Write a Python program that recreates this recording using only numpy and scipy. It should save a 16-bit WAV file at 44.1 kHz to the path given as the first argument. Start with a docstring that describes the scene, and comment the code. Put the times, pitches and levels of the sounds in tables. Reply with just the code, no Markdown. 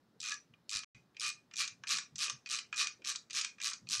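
"""At a wooden table in a small room, a little geared sharpener is turned by hand in twelve quick strokes.
In each stroke the loose drive knocks, a run of teeth snaps past, faster in the middle, and the gears
grind and ring the metal frame. A dry bearing chirps, and the hands bump the housing on the table
over a faint hum. Quiet hiss is gated down, and the sound drops out once."""
import sys
import numpy as np
from scipy import signal
from scipy.fft import rfft, irfft
from scipy.io import wavfile
from scipy.ndimage import uniform_filter1d

SR = 44100
rng = np.random.default_rng(int(sys.argv[2]) if len(sys.argv) > 2 else 0)


def store_pcm(level_fs):
    """Save levels as 16-bit WAV."""
    pcm = np.round(np.clip(level_fs, -1, 1) * 32767).astype(np.int16)
    wavfile.write(sys.argv[1], SR, np.atleast_2d(pcm).T)


N = 176400
CONTACT_RISE_S = 0.00041


def undb(db):
    """Decibels to gain."""
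    return 10 ** (np.asarray(db) / 20)


def add(out, start_s, x):
    """Mix x into out from start_s on."""
    i = int(np.clip(start_s * SR, 0, N - 1))
    out[i:i + len(x)] += x[:N - i]


def colour(x, curve):
    """Minimum-phase EQ shaped by (freq_hz, relative_db) points; white noise keeps its level."""
    hz, db = np.array(curve, float).T
    size = 2048
    bins_hz = np.arange(size // 2 + 1) * SR / size
    gain = undb(np.interp(np.log(bins_hz + 1), np.log(hz), db))
    cepstrum = irfft(np.log(gain))
    cepstrum[1:size // 2] *= 2
    cepstrum[size // 2 + 1:] = 0
    impulse = irfft(np.exp(rfft(cepstrum)))
    return signal.fftconvolve(x, impulse / np.linalg.norm(impulse))[:N]


def band(x, hz, width_hz):
    """Band-pass with gain 1 at its centre."""
    low = np.hypot(hz, width_hz / 2) - width_hz / 2
    high = min(low + width_hz, SR / 2 - 1)
    return signal.sosfilt(signal.butter(2, [low, high], "band", fs=SR, output="sos"), x)


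def noise_swell(hz, width_hz, rise_s):
    """A band of noise that swells to level 1 and fades."""
    age = np.arange(SR // 4) / SR / rise_s
    noise = band(rng.standard_normal(len(age)), hz, width_hz)
    return age * np.exp(1 - age) * noise / noise.std()


def burst(decay_s, grit_db=0):
    """One contact: a dying spray of tiny impacts with a steady total energy."""
    t = np.arange(1000) / SR
    decay = np.exp(-t / decay_s)
    grit = np.repeat(undb(grit_db * rng.standard_normal(len(t) // 20)), 20)
    spray = decay * (1 - np.exp(-t / CONTACT_RISE_S)) * grit * rng.standard_normal(len(t))
    return spray * np.sqrt(np.sum(decay ** 2) / np.sum(spray ** 2))


def ping(hz, decay_s):
    """A small metal part rings for a few cycles."""
    t = np.arange(SR // 50) / SR
    envelope = np.exp(-t / decay_s) * (1 - np.exp(-t / CONTACT_RISE_S)) ** 2
    return 2 * envelope * np.sin(2 * np.pi * min(hz, SR / 4) * t)


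# Tone of the room's air: freq_hz, relative_db
AIR_EQ = [(25, -27), (60, -15), (120, -4), (200, 0), (330, -5.5), (650, -13.5), (1200, -15.5), (2200, -18),
          (4000, -13), (8000, -24.5), (15500, -29)]
# Hum and whine: pitch_hz, level_db
HUM_TONES = [(119.5, -84.5), (5222, -87)]
def room_tone():
    """A bed of low room noise, mains hum and a thin steady whine."""
    t = np.arange(N) / SR
    air = undb(-70.5) * colour(rng.standard_normal(N), AIR_EQ)
    return air + sum(undb(db) * np.sqrt(2) * np.sin(2 * np.pi * hz * t) for hz, db in HUM_TONES)


# Bands of the reverb tail: centre_hz, t60_s, level_db
REVERB_BANDS = [(1405, 0.19, -3), (2320, 0.29, -6.5), (4590, 0.29, -8), (6740, 0.32, -12.5),
                (7500, 0.26, -8)]
def reverb(x):
    """A short diffuse tail from the table and near walls."""
    t = np.arange(SR // 2) / SR
    tail = 0
    for hz, t60, db in REVERB_BANDS:
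        envelope = np.exp(-np.log(1000) * t / t60) * (1 - np.exp(-t / 0.0025))
        noise = band(band(rng.standard_normal(len(t)), hz, hz * 0.82), hz, hz * 0.73)
        tail += undb(db) * noise * envelope / np.linalg.norm(envelope)
    return signal.fftconvolve(x, tail)[:N]


# Handling bumps: start_s, pitch_hz, level_db
HAND_BUMPS = [(.49, 143, -65), (.14, 396, -74), (.75, 103, -65), (0.942, 128, -59.5), (1.247, 141, -69.5),
              (1.71, 140, -68), (1.789, 155, -63), (1.929, 163, -62), (2.118, 132, -58.5),
              (2.27, 484, -64.5), (2.319, 123, -60.5), (2.79, 410, -69), (2.991, 387, -66),
              (3.813, 150, -57.5), (3.879, 168, -63), (3.97, 130, -65)]
def hand_bumps():
    """The hands press the housing on the table in soft, dull bumps."""
    out = np.zeros(N)
    for start, hz, db in HAND_BUMPS:
        add(out, start, undb(db) * noise_swell(hz, 0.49 * hz, rise_s=0.018))
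    return out


# Landings of the housing: start_s, level_db
HOUSING_THUMPS = [(0.756, -44.5), (2.859, -49.5), (3.829, -58)]
# Their dull tone: freq_hz, relative_db
THUMP_EQ = [(20, -2.5), (120, -3.5), (400, -13), (1000, -3.5), (2000, -38), (15500, -70)]
def housing_thumps():
    """The housing rocks and drops back on the table."""
    hits = np.zeros(N)
    for start, db in HOUSING_THUMPS:
        add(hits, start, undb(db) * burst(decay_s=0.00081))
    return colour(hits, THUMP_EQ)


# Bearing squeaks: start_s, pitch_hz, level_db
BEARING_CHIRPS = [(0.309, 1667, -45.5), (2.225, 1170, -49), (2.805, 1192, -62)]
def bearing_chirps():
    """A dry bearing rubs in short, rough notes."""
    out = np.zeros(N)
    for start, hz, db in BEARING_CHIRPS:
        add(out, start, undb(db) * noise_swell(hz, width_hz=91, rise_s=0.015))
    return out


# Modes of the frame, around which the grip varies: pitch_hz, over_direct_db, t60_s
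FRAME_MODES = [(1183, 0, 0.062), (1287, -4, 0.055), (1800, -14, .25), (2397, 6, 0.083), (2450, 10, 0.15),
               (2484, 9, 0.11), (2630, -3, 0.079), (3874, -6.5, 0.027), (4740, -10.5, 0.2), (5810, 0, 0.11),
               (6130, -4.5, 0.079)]
def frame_ring(contacts):
    """The contacts plus the metal frame's ring; the grip nudges each mode in pitch and strength."""
    grip_detune, grip_db = 0.012, 2
    out = contacts.copy()
    for hz, db, t60 in FRAME_MODES:
        shift, strength = rng.uniform(-1.066, 1, 2)
        radius = np.exp(-np.log(1000) / (t60 * SR))
        pole = radius * np.exp(2j * np.pi * hz * (1 + grip_detune * shift) / SR)
        ring = 2 * (1 - radius) * signal.lfilter([1], [1, -pole], contacts).real
        out += undb(db + grip_db * strength) * ring
    return out


# Knocks around the ends of the strokes: start_s, low_db, mid_db, high_db
DRIVE_KNOCKS = [(0.537, -68.5, -57.5, -65.5), (1.146, -76, -56, -65), (1.167, -74, -48.5, -50),
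                (1.511, -66, -51.5, -54.5), (1.537, -61, -47.5, -45), (1.836, -42, -46.5, -48),
                (1.87, -49, -38.5, -42.5), (2.157, -64, -52, -40), (2.46, -59, -45.5, -44),
                (2.472, -60, -50, -49), (2.727, -40.5, -39.5, -44.5), (2.741, -51.5, -46, -42.5),
                (3.019, -67, -57, -56), (3.043, -69, -44, -52), (3.299, -62, -54, -51),
                (3.307, -59, -46, -40.5), (3.583, -59, -55.5, -54.5), (3.601, -52.5, -46, -46),
                (3.612, -69, -43, -69), (3.870, -65, -53.5, -52), (0.318, -51.5, -38.5, -36),
                (.833, -55, -47.5, -47.5), (0.906, -52.5, -39, -36.5), (1.677, -55.5, -46.5, -35.5),
                (1.97, -50, -42, -32.5), (1.984, -41, -38, -30.5), (2.28, -47, -41.5, -46),
                (2.297, -40.5, -39.5, -30), (2.587, -48.5, -38.5, -33), (2.87, -48.5, -37, -33),
                (3.151, -48.5, -47, -50), (3.158, -56, -57, -33), (3.411, -51, -44, -28.5),
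                (3.435, -49, -43, -42), (3.446, -43.5, -36, -31), (3.716, -47, -45.5, -47),
                (3.733, -54, -48.5, -36), (3.995, -51, -47, -34.5)]
# Their low, mid and high bands: centre_hz, width_hz
DRIVE_BANDS = [(1400, 760), (2600, 1400), (5000, 3380)]
def drive_knocks():
    """The loose drive hits its stops, each time with its own brightness."""
    out = np.zeros(N)
    for k, (hz, width) in enumerate(DRIVE_BANDS):
        hits = np.zeros(N)
        for start, *levels_db in DRIVE_KNOCKS:
            add(hits, start, undb(levels_db[k]) * burst(decay_s=0.0043, grit_db=2.5))
        makeup_gain = np.sqrt(SR / 2 / width)
        out += makeup_gain * band(band(hits, hz, width), hz, 2 * width)
    return out


# Raspy tone of the grind: freq_hz, relative_db
GRIND_EQ = [(100, -43.5), (450, -18), (760, -27), (950, -22.5), (1150, 2.5), (1400, -3), (1750, 1),
            (2100, -2.5), (2450, 2), (2850, 3), (3300, -3), (4000, 5.5), (5800, -1), (8000, -11),
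            (10500, -32), (15500, -39)]
def gear_grind(teeth):
    """Just after its snap, each tooth scrapes along the next and chatters twice."""
    scrape, chatter = np.zeros((2, N))
    for start, _, load in teeth:
        add(scrape, start + 0.0018, load * undb(-34.5) * burst(decay_s=0.0058, grit_db=3.5))
        for _ in range(2):
            wait_s = rng.uniform(0, 0.006)
            hz = 3334 * np.exp(0.433 * rng.uniform(-1, 1))
            add(chatter, start + wait_s, load * undb(-39.5) * ping(hz, decay_s=0.0005))
    return colour(scrape, GRIND_EQ) + chatter


# Bright tone of the snaps: freq_hz, relative_db
SNAP_EQ = [(200, -50.5), (800, -45), (1200, -30), (2100, -14), (3300, -0.5), (4500, 3), (6200, 3.5),
           (7200, -1), (8500, -4), (9300, -10), (10300, -10.5), (12500, -18.5), (15500, -33.5)]
def tooth_snaps(teeth):
    """Each tooth snaps past, pings on its own note and rebounds a little more softly."""
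    snaps, pings = np.zeros((2, N))
    for start, force, _ in teeth:
        bounce, note = np.clip(rng.standard_normal(2), -2, 2)
        rebound_s = 0.0017 * np.exp(0.3 * bounce)
        hz = 6275 * np.exp(0.18 * note)
        add(snaps, start, force * undb(-29.5) * burst(decay_s=0.0009))
        add(snaps, start + rebound_s, force * undb(-32) * burst(decay_s=0.0009))
        add(pings, start, force * undb(-31.5) * ping(hz, decay_s=0.00062))
    return colour(snaps, SNAP_EQ) + pings


# Hand strokes: start_s, end_s, tooth_count, ease, lean, snap_db, swell_db, grind_db, bite_delay_s
# Ease slows both ends; positive lean slows the start; positive swell favours the mid-stroke snaps.
HAND_STROKES = [(0.2023, 0.3418, 14, 0.2, -0.0024, -6, 0, -7, 0.019),
                (0.6932, 0.7901, 11, 0.05, -0.042, -0.5, 3, -4, .016),
                (1.1974, 1.3001, 14, 0.26, -0.065, -6, -4, -3, 0.0055),
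                (1.5584, 1.6505, 14, 0.27, -.03, 3, 6, -1.5, 0.017),
                (1.875, 1.9708, 14, 0.28, -0.15, 6, 7.5, 1.5, 0.0081),
                (2.182, 2.2706, 15, 0.19, 0.017, 3.5, 6.5, -3, 0),
                (2.49, 2.5732, 12, 0.23, -0.088, 2, 5, -2.5, 0.0041),
                (2.7601, 2.8425, 12, 0.18, 0.036, 4.5, 5.5, 3.5, 0.01),
                (3.048, 3.1233, 11, 0.1, -0.0016, 3.5, 7.5, -4, 0),
                (3.331, 3.4077, 12, .14, .16, 6.5, 8.5, -1, 0.0011),
                (3.6158, 3.711, 12, 0.29, -0.088, 2, 4, -5.5, 0),
                (3.889, 3.981, 12, .26, -.07, 9, 10, -4.5, 0)]
def gear_teeth():
    """Each stroke drives a run of snapping, grinding teeth, fastest near its middle."""
    jitter_s, bite_s = 0.0002, 0.0033
    teeth = []
    for start, end, count, ease, lean, snap_db, swell_db, grind_db, bite_delay in HAND_STROKES:
        for turn in np.linspace(0, 1, round(count)):
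            late, strong, rough = np.clip(rng.standard_normal(3), -2, 2)
            arc = np.sin(np.pi * turn)
            elapsed = turn + ease * np.sin(2 * np.pi * turn) / (2 * np.pi) + lean * arc / np.pi
            at = start + (end - start) * elapsed + jitter_s * late
            force = undb(snap_db - swell_db * (1.5 - arc) + 1.7 * strong)
            grind_arc = np.sin(np.pi * turn ** 1.12)  # crests just past mid-stroke
            bite = (1 + np.tanh((at - start - bite_delay) / (2 * bite_s))) / 2  # gears take up the load
            load = bite * undb(grind_db - 8 * (1 - grind_arc) + 1.2 * rough)
            teeth.append((at, force, load))
    return tooth_snaps(teeth) + gear_grind(teeth)


def sharpener():
    """The hands shift before each stroke, so the frame and its reflections ring a little differently."""
    grip_lead_s = 0.06
    contacts = gear_teeth() + drive_knocks()
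    regrips = [int((stroke[0] - grip_lead_s) * SR) for stroke in HAND_STROKES[1:]]
    out = np.zeros(N)
    for start, end in zip([0] + regrips, regrips + [N]):
        metal = frame_ring(np.pad(contacts[start:end], (0, SR // 2)))
        add(out, start / SR, metal)
        add(out, start / SR, reverb(metal))
    return out


def scene():
    """The sharpener and its handling noise over the room tone, in mono."""
    return (room_tone() + hand_bumps() + housing_thumps() + bearing_chirps() + sharpener())[None]


def hiss_gate(x):
    """A hiss suppressor turns down each treble band when it falls quiet."""
    threshold_db, deepest_cut_db, from_hz = -77.5, -10, 2060
    hz, _, spectrum = signal.stft(x, SR, nperseg=512)
    power = uniform_filter1d(abs(spectrum) ** 2, size=7, axis=-2)  # smooth across frequency
    power = uniform_filter1d(power, size=3, axis=-1)  # then over time
    quiet = 1 / (1 + (power / undb(threshold_db) ** 2) ** 2)
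    treble = 1 - 1 / (1 + (hz[:, None] / from_hz) ** 10)
    return signal.istft(spectrum * undb(deepest_cut_db * quiet * treble), SR)[1][..., :N]


def record(dry):
    """Quiet hiss is gated, the sound cuts out for a tenth of a second, and the top is rolled off."""
    mute_start_s, mute_end_s, top_hz = 0.845, 0.948, 15700
    t = np.arange(N) / SR
    live = uniform_filter1d(1. * ((t < mute_start_s) | (t > mute_end_s)), size=64)
    lowpass = signal.ellip(10, 0.2, 70, top_hz, fs=SR, output="sos")
    return signal.sosfilt(lowpass, hiss_gate(dry) * live)


dry = scene()
out = record(dry)
store_pcm(out)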